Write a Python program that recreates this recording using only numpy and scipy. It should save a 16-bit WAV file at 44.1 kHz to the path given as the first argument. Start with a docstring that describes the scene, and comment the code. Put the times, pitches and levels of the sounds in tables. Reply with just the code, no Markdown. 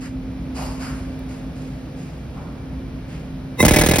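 """In a workshop, an air hammer is set on a steel axle in a brake hub, close to a two-port microphone.
At first a machine rumbles and hums, while glove, hose and chisel rub softly as grainy noise.
Then the valve clacks and the hammer fires: each stroke lets out a puff of air (gated noise), rings the
steel (fading sine waves struck by noise), shakes the bench, and is heard with a thud-like falling tone."""
import sys
import numpy as np
from scipy import signal
from scipy.fft import rfft, irfft, next_fast_len
from scipy.io import wavfile
from scipy.ndimage import uniform_filter1d

SR = 44100
rng = np.random.default_rng(int(sys.argv[2]) if len(sys.argv) > 2 else 0)


def persist_wave(psi):
    """Save psi, clipped to +-1, as 16-bit WAV."""
    counts = np.round(np.clip(psi, -1, 1) * 32767).astype(np.int16)
    wavfile.write(sys.argv[1], SR, np.atleast_2d(counts).T)


N = 176400  # 4 s
TIME = np.arange(N) / SR  # seconds


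def amp(db):
    """Turns decibels into a plain multiplier."""
    return 10 ** (np.asarray(db) / 20)


def evened(x):
    """Scales a sound to an average (RMS) strength of 1."""
    return x / np.sqrt(np.mean(x ** 2) + 1e-20)


def read(points, hz):
    """Reads a table between its points, with pitch spaced as the ear hears it (logarithmic)."""
    f, value = np.transpose(points)
    return np.interp(np.log(hz + 1), np.log(f + 1), value)


def shaped(x, gain):
    """Makes each frequency louder or softer by gain(hz), along the last axis."""
    size = next_fast_len(x.shape[-1] + 4096)
    spectrum = rfft(x, size) * gain(np.fft.rfftfreq(size, 1 / SR))
    return irfft(spectrum, size)[..., :x.shape[-1]]


def coloured(noise, table):
    """Gives noise the tone colour of a table, at strength 1."""
    return evened(shaped(noise, lambda hz: amp(read(table, hz))))


def slow_wander(shape, size):
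    """Random drift: noise averaged twice over size samples."""
    once = uniform_filter1d(rng.standard_normal(shape), size=size)
    return uniform_filter1d(once, size=size)


def resonance(hz, centre, width):
    """A narrow peak around one frequency."""
    return 1 / (1 + (2 * (hz - centre) / width) ** 2)


def pair(x, same):
    """Mixes two unrelated channels until left and right are as alike as the table says."""
    alike = lambda hz: np.clip(read(same, hz), 0, 1)
    right = shaped(x[0], alike) + shaped(x[1], lambda hz: np.sqrt(1 - alike(hz) ** 2))
    return np.array([x[0], right])


def modes(table, glide=0.):
    """Ring of a struck thing: fading sine waves, energy 1; pitch may rise by a share per second."""
    t = np.arange(8000) / SR
    ring = 0
    for hz, db, t60 in table:
        ring = ring + amp(db - 60 * t / t60) * np.sin(2 * np.pi * hz * t * (1 + glide * t / 2))
    return ring[None] / np.linalg.norm(ring)


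def closing(since, snap_s=0.0018):
    """Falls smoothly from 1 to 0 around since = 0, like a closing port."""
    return 1 / (1 + np.exp(np.clip(since / snap_s, -40, 40)))


# Piston strokes and rebounds; levels are relative within each layer:
# (time [s], ring level [dB], puff level [dB], thud level [dB], port open [s])
STROKES = [(3.6045, -34, -34, -12, 0.005), (3.6277, -6.5, -18, -7, 0.007), (3.6363, -15, -29, -9.5, 0.016),
           (3.6508, -10, -9.5, -7, 0.011), (3.6633, -12, -13.5, -12, 0.0063), (3.682, 0, -11.5, -11, 0.019),
           (3.7093, -5, -14.5, -5.5, 0.021), (3.736, -9, -14.5, -21.5, 0.02),
           (3.7422, -8, -35, -20.5, 0.005), (3.7616, 0, -12.5, -12, 0.018), (3.7684, -5, -35, -9.5, 0.005),
           (3.7866, -5, -12.5, -10.5, 0.021), (3.812, -3.5, -13, -11.5, 0.015),
           (3.8184, -11, -26, -19.5, 0.0036), (3.8362, -0.5, -20, -17.5, 0.031),
           (3.8622, -8.5, -15.5, -13.5, 0.018), (3.8874, -3.5, -15.5, -10, 0.017),
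           (3.912, -1, -15, -15, 0.015), (3.936, 0, -20.5, -12, 0.023), (3.958, -7.5, -15, -16, 0.018),
           (3.9846, -15, -13.5, -11.5, 0.016)]
LEAD_S = 0.00046  # each stroke begins this long before its listed time


def strokes():
    """Hands out each piston stroke, with the time since it began (0 before)."""
    for s, ring_db, puff_db, thud_db, open_s in STROKES:
        yield s, np.maximum(TIME - s + LEAD_S, 0), ring_db, puff_db, thud_db, open_s


# Tone of the escaping air: (frequency [Hz], level per Hz [dB])
EXHAUST_TONE = [(150, -11), (500, -2), (1000, -12), (2000, -8.5), (3500, -11.5), (5000, -14.5), (6800, -10),
                (9000, -12), (10500, -16), (12500, -12.5), (14500, -24), (16000, -12)]
PUFF_DB, OPEN_S, SAG_DB_PER_S = 2, 0.00022, -450


def exhaust():
    """Air bursts out as noise when the port opens, weakens, and stops as the port closes."""
    gate = np.zeros(N)
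    for _, u, _, puff_db, _, open_s in strokes():
        opening = 1 - np.exp(-u / OPEN_S)
        gate += opening * amp(puff_db + SAG_DB_PER_S * u) * closing(u - open_s)
    return amp(PUFF_DB) * gate * coloured(rng.standard_normal((2, N)), EXHAUST_TONE)


# Ringing notes of the struck steel: (frequency [Hz], level [dB], time to fade by 60 dB [s])
STEEL_MODES = [(500, -6, .04), (594, -4, .06), (780, -6, .03), (1016, -12, .04), (1705, -6, .04),
               (2042, -5, .05), (2243, -9, .06), (2492, -10, .06), (3330, -12, .04), (3800, -10, .045),
               (4850, -14, .035), (5200, -15, .04), (5520, -13, .03)]
RING_DB, CHATTER_S, CRACK = -9, 0.0049, 2.05  # CRACK: strength of the single sharp hit


def steel():
    """A sharp hit and a brief noisy chatter set the steel ringing at its own notes."""
    chatter, cracks = np.zeros((2, N))
    for s, u, ring_db, _, _, _ in strokes():
        chatter += (u > 0) * amp(ring_db) * np.exp(-u / CHATTER_S)
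        cracks[round(s * SR)] = CRACK * amp(ring_db)
    blows = chatter * rng.standard_normal((2, N)) + cracks
    return signal.oaconvolve(blows, amp(RING_DB) * modes(STEEL_MODES), axes=1)[:, :N]


# Tone of bench and hub shaking under the blows: (frequency [Hz], level per Hz [dB])
SHAKE_TONE = [(15, -42), (25, 3), (70, -6), (124, -31), (160, -4.5), (432, -7), (525, -74), (591, -18),
              (900, -6), (1170, -61), (1980, -120)]
SHAKE_DB, SHAKE_RISE_S, SHAKE_T60_S = -6.5, 0.0014, 0.076


def shake():
    """Bench and hub shake under each blow: low noise that swells fast and dies away."""
    push = np.zeros(N)
    for _, u, _, _, thud_db, _ in strokes():
        push += (1 - np.exp(-u / SHAKE_RISE_S)) * amp(thud_db - 60 * u / SHAKE_T60_S)
    tone = lambda hz: amp(read(SHAKE_TONE, hz)) / (1 + (hz / 900) ** 6)  # dulled above 900 Hz
    return amp(SHAKE_DB) * push * evened(shaped(rng.standard_normal((2, N)), tone))


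# Ringing notes of the bench: (frequency [Hz], level [dB], time to fade by 60 dB [s])
BENCH_MODES = [(79.5, 3.5, 0.29), (162.3, 4, 0.24), (320, -13, 0.05), (414, -6, 0.093), (597, -1, 0.32),
               (820, -17, 0.11)]
BENCH_DB, TONE_LAG_S = 14, 0.00078
TONE_TURNS, TONE_START_S, TONE_RISE_S, TONE_T60_S = 1.32, 0.0012, 0.0002, 0.15


def falling_tone_and_bench():
    """With each blow, as the microphone picks it up, a tone of falling pitch is heard; the bench rings."""
    tones, knocks = np.zeros((2, N))
    for s, u, _, _, thud_db, _ in strokes():
        v = np.maximum(u - TONE_LAG_S, 0)
        turns = TONE_TURNS * np.log(1 + v / TONE_START_S)  # pitch = TONE_TURNS / (v + TONE_START_S)
        loudness = (1 - np.exp(-v / TONE_RISE_S)) * amp(thud_db - 60 * v / TONE_T60_S)
        tones += loudness * np.sin(2 * np.pi * turns)
        knocks[round(s * SR)] = amp(thud_db)
    return tones + amp(BENCH_DB) * signal.oaconvolve(knocks, modes(BENCH_MODES)[0])[:N]


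# Ringing notes of the valve: (frequency [Hz], level [dB], time to fade by 60 dB [s])
VALVE_MODES = [(500, 2, 0.025), (1030, 1, 0.045), (2050, 2, 0.15), (2606, -5, 0.035), (3750, -5, .12),
               (5350, -14, 0.04), (5800, -16, .1)]
TRIGGER_S, TRIGGER_DB, TRIGGER_RISE_S, DAMPED_S = 3.604, 12, 0.007, 3.623
RATTLE, VALVE_GLIDE_PER_S = 0.095, 1.4  # noise strength beside the click; share the pitch rises by
LEAK_DB, LEAK_HZ, LEAK_ENDS_S = -19, 5600, 3.637


def trigger():
    """The valve clacks open with a short ring, stopped as the piston moves; leaking air hisses thinly."""
    u, noise = TIME - TRIGGER_S, rng.standard_normal((2, 2, N))
    swell = lambda fall: np.exp(-np.where(u < 0, -u / TRIGGER_RISE_S, u / fall))
    click = np.arange(N) == round(TRIGGER_S * SR)
    clack = RATTLE * swell(0.0013) * noise[0] + click
    ring = signal.oaconvolve(clack, modes(VALVE_MODES, VALVE_GLIDE_PER_S), axes=1)[:, :N]
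    # the leak has the exhaust's tone with the lows removed
    thin = lambda hz: amp(read(EXHAUST_TONE, hz)) / (1 + (LEAK_HZ / (hz + 1)) ** 6)
    leak = swell(0.1) * evened(shaped(noise[1], thin)) * closing(TIME - LEAK_ENDS_S)
    return amp(TRIGGER_DB) * ring * closing(TIME - DAMPED_S) + amp(LEAK_DB) * leak


# How long the workshop echoes: (frequency [Hz], time to fade by 60 dB [s])
SHOP_FADE = [(100, 0.35), (1000, 1), (4000, 0.42), (12000, 0.067)]


def shop(x):
    """Echo of the workshop: a tail of noise in which each band dies at its own speed."""
    hz, t, bands = signal.stft(rng.standard_normal((2, SR // 2)), SR, nperseg=256)
    fade = amp(-60 * t / read(SHOP_FADE, hz)[:, None])
    tail = signal.istft(bands * fade, SR, nperseg=256)[1]
    return signal.fftconvolve(x[None], tail / np.linalg.norm(tail[0]), axes=1)[:, :N]


# Soft rubs: (start [s], level [dB], rise [s], fall [dB per s], low-mid share [dB],
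# low-mid centre [Hz], steel ring level [dB])
RUSTLES = [(0.0, -44, 0.018, -300, -0.5, 1480, -68), (0.534, -38, 0.042, -67, 4.5, 740, -41),
           (.785, -43, 0.033, -70, 4.5, 1300, -46), (1.279, -50.5, 0.016, -105, -0.5, 1209, -59),
           (1.55, -52, 0.02, -47, -19, 900, -70), (1.95, -52.5, 0.039, -58, -11, 1500, -66.5),
           (2.33, -62, 0.021, -40, 19, 790, -73), (3.07, -52, 0.032, -97, 3.5, 1970, -68)]
# Tone of the rubbing hiss: (frequency [Hz], level per Hz [dB])
RUSTLE_TONE = [(300, -28), (600, -32), (1000, -18), (2000, -6.5), (2800, -4.5), (3500, -16.5), (5000, -6.5),
               (6000, -15.5), (7000, -4.5), (9000, -16.5), (10000, -18.5), (12000, -22), (14500, -21),
               (16000, -45)]
# Notes of rubbed steel: (frequency [Hz], width [Hz], level [dB])
SCRAPED_STEEL = [(675, 35, 14), (1010, 50, 1), (1520, 50, -1), (1690, 40, -4), (2290, 60, 0),
                 (2850, 60, -4), (4300, 40, -3), (4700, 24, 11), (5000, 50, -1), (5300, 45, 5),
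                 (9050, 110, -8), (10000, 60, 1), (10350, 60, -5), (10700, 50, -3), (11700, 90, -4)]
WANDER_DB, RING_LAG_S, HOLD_S = 4, 0.02, 0.049
TICK_S, TICK_DB, TICK_FADE_S = 1.193, -37.5, 0.00054


def rustles():
    """Glove, hose and chisel rub: grainy hiss, a low-mid hump, wavering steel notes, and one small tick."""
    noise = rng.standard_normal((3, 2, N))
    noise *= amp(0.5 * evened(uniform_filter1d(rng.standard_normal(N), 300)))  # grain
    hiss = coloured(noise[0], RUSTLE_TONE)
    whistle = 0
    for (f, width, db), slow in zip(SCRAPED_STEEL, slow_wander((len(SCRAPED_STEEL), N), 2500)):
        note = shaped(noise[2], lambda hz: resonance(hz, f, width))
        whistle = whistle + amp(db + WANDER_DB * evened(slow)) * note
    whistle = evened(whistle)
    out = np.zeros((2, N))
    for s, db, rise, fall_db, body_db, body_hz, whistle_db in RUSTLES:
        part = slice(max(round(s * SR), 0), round((s + 0.9) * SR))
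        u = np.maximum(TIME[part] - s, 0)
        hump = lambda hz: np.exp(-(np.log(hz / body_hz + 1e-9) / 0.61) ** 2)
        body = evened(shaped(noise[1][:, part], hump))
        swell = np.sin(np.pi / 2 * np.minimum(u / rise, 1)) ** 2
        shape = swell * amp(fall_db * np.maximum(u - rise - HOLD_S, 0))
        late = np.minimum(u / (rise + RING_LAG_S), 1)  # body and steel build up later than the hiss
        rub = amp(db) * (hiss[:, part] + amp(body_db) * late * body)
        out[:, part] += shape * (rub + amp(whistle_db) * late * whistle[:, part])
    tick = np.exp(-abs(TIME - TICK_S) / TICK_FADE_S) * (TIME > TICK_S)
    bright_noise = np.diff(rng.standard_normal((2, N + 1)))
    return out + amp(TICK_DB) * tick * bright_noise


# Tone of the shop floor: (frequency [Hz], level per Hz [dB])
FLOOR_TONE = [(20, -32), (49, 2), (62, 6.5), (81, -5), (150, 3.5), (198, -3), (262, -3), (400, -14),
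              (513, -15.5), (950, -27.5), (2500, -34), (5200, -41), (6800, -47), (8600, -52.5),
              (12000, -49.5), (14000, -53.5), (16000, -58)]
# Low rumble: (time [s], level [dB])
RUMBLE_LEVEL = [(0, -31), (.8, -30), (1.5, -32), (2.2, -33), (2.8, -31), (3.6, -33)]
# Air noise above the rumble: (time [s], level [dB])
AIR_LEVEL = [(0, -45), (.5, -41.5), (1.3, -41.5), (2.4, -43), (3.6, -42.5)]


def shop_floor():
    """Low machine rumble under a thin wash of air noise, split near 380 Hz so each has its own level."""
    noise = rng.standard_normal((2, 2, N))
    low = lambda hz: 1 / (1 + (hz / 380) ** 6)
    rumble = evened(shaped(noise[0], lambda hz: amp(read(FLOOR_TONE, hz)) * low(hz)))
    air = evened(shaped(noise[1], lambda hz: amp(read(FLOOR_TONE, hz)) * (1 - low(hz))))
    rumble_gain = amp(np.interp(TIME, *np.transpose(RUMBLE_LEVEL)))
    air_gain = amp(np.interp(TIME, *np.transpose(AIR_LEVEL)))
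    return rumble * rumble_gain + air * air_gain


# Machine hum: (time [s], frequency [Hz], level [dB])
HUM = [(0, 260.5, -30.5), (.8, 260.9, -32), (1.5, 260.2, -35), (2.3, 261.8, -39.5), (3.6, 261.8, -37.5)]
HUM_WAVER_DB, WHINE_HZ, WHINE_WIDTH_HZ, WHINE_DB = 1, 2338, 30, -61.5


def hum_and_whine():
    """A gently wavering sine hum, and a faint whine made of a narrow band of noise."""
    s, hz, db = np.transpose(HUM)
    waver = amp(HUM_WAVER_DB * evened(slow_wander(N, 2000)))
    turns = np.cumsum(np.interp(TIME, s, hz)) / SR
    hum = np.sqrt(2) * waver * amp(np.interp(TIME, s, db)) * np.sin(2 * np.pi * turns)
    narrow = shaped(rng.standard_normal((2, N)), lambda f: resonance(f, WHINE_HZ, WHINE_WIDTH_HZ))
    return hum + amp(WHINE_DB) * evened(narrow)


# Likeness of left and right for the near hammer: (frequency [Hz], likeness [0 to 1])
SAME_NEAR = [(60, .97), (500, .87), (1000, .65), (2000, .65), (5000, .45), (6200, .8), (6900, .99),
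             (7800, .99), (9000, .8), (10000, .99), (10900, .99), (12000, .8), (13000, .99), (14400, .99),
             (16000, .85)]
# The same for rustles and shop floor: (frequency [Hz], likeness [0 to 1])
SAME_FAR = [(60, .99), (300, .95), (700, .55), (1500, .55), (3500, .45), (5000, .5), (6200, .8),
            (6900, .998), (7900, .998), (9000, .8), (10000, .998), (11000, .998), (12000, .8),
            (12900, .998), (14600, .998), (16000, .85)]
SHOP_DB, THUD_RIGHT_DB = -13.5, 1.5


def scene():
    """Adds the near hammer with its echo, the rustles and the background."""
    thuds = falling_tone_and_bench()
    gun = exhaust() + steel() + shake() + trigger()
    near = pair(gun + amp(SHOP_DB) * shop(gun[0] + thuds), SAME_NEAR)
    near += thuds * amp([[0], [THUD_RIGHT_DB]])  # these enter the right side a little louder
    return near + pair(rustles() + shop_floor(), SAME_FAR) + hum_and_whine()


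# How far the left port leads the right: (frequency [Hz], phase lead [radians])
PORT_PHASE = [(0, 0), (1500, .1), (2800, 1.3), (5000, .8), (6000, 1.7), (6900, 3.05), (7800, 3.25),
              (9000, 4.9), (10000, 6.2), (10900, 6.4), (11800, 7.6), (12900, 9.3), (14500, 9.6),
              (15600, 12.6)]
# Left port's level above the right: (frequency [Hz], left minus right [dB])
PORT_TILT = [(60, 1), (180, -1), (550, -3), (1650, 0.5), (4970, -1), (15000, -1)]
EDGE_HZ = 15830


def record(dry):
    """The two ports differ in phase and level; loud peaks round off; then the top treble is cut."""
    def port(hz):
        half_phase = 0.5j * np.interp(hz, *np.transpose(PORT_PHASE))
        return amp(read(PORT_TILT, hz) / 2) * np.exp(half_phase)

    both = np.array([shaped(dry[0], port), shaped(dry[1], lambda hz: 1 / port(hz))])
    both = 0.94 * np.tanh(both / 0.96)
    treble_cut = signal.firwin(1023, EDGE_HZ, window=("kaiser", 9), fs=SR)
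    return signal.oaconvolve(both, treble_cut[None], "same")


dry = scene()
out = record(dry)
persist_wave(out)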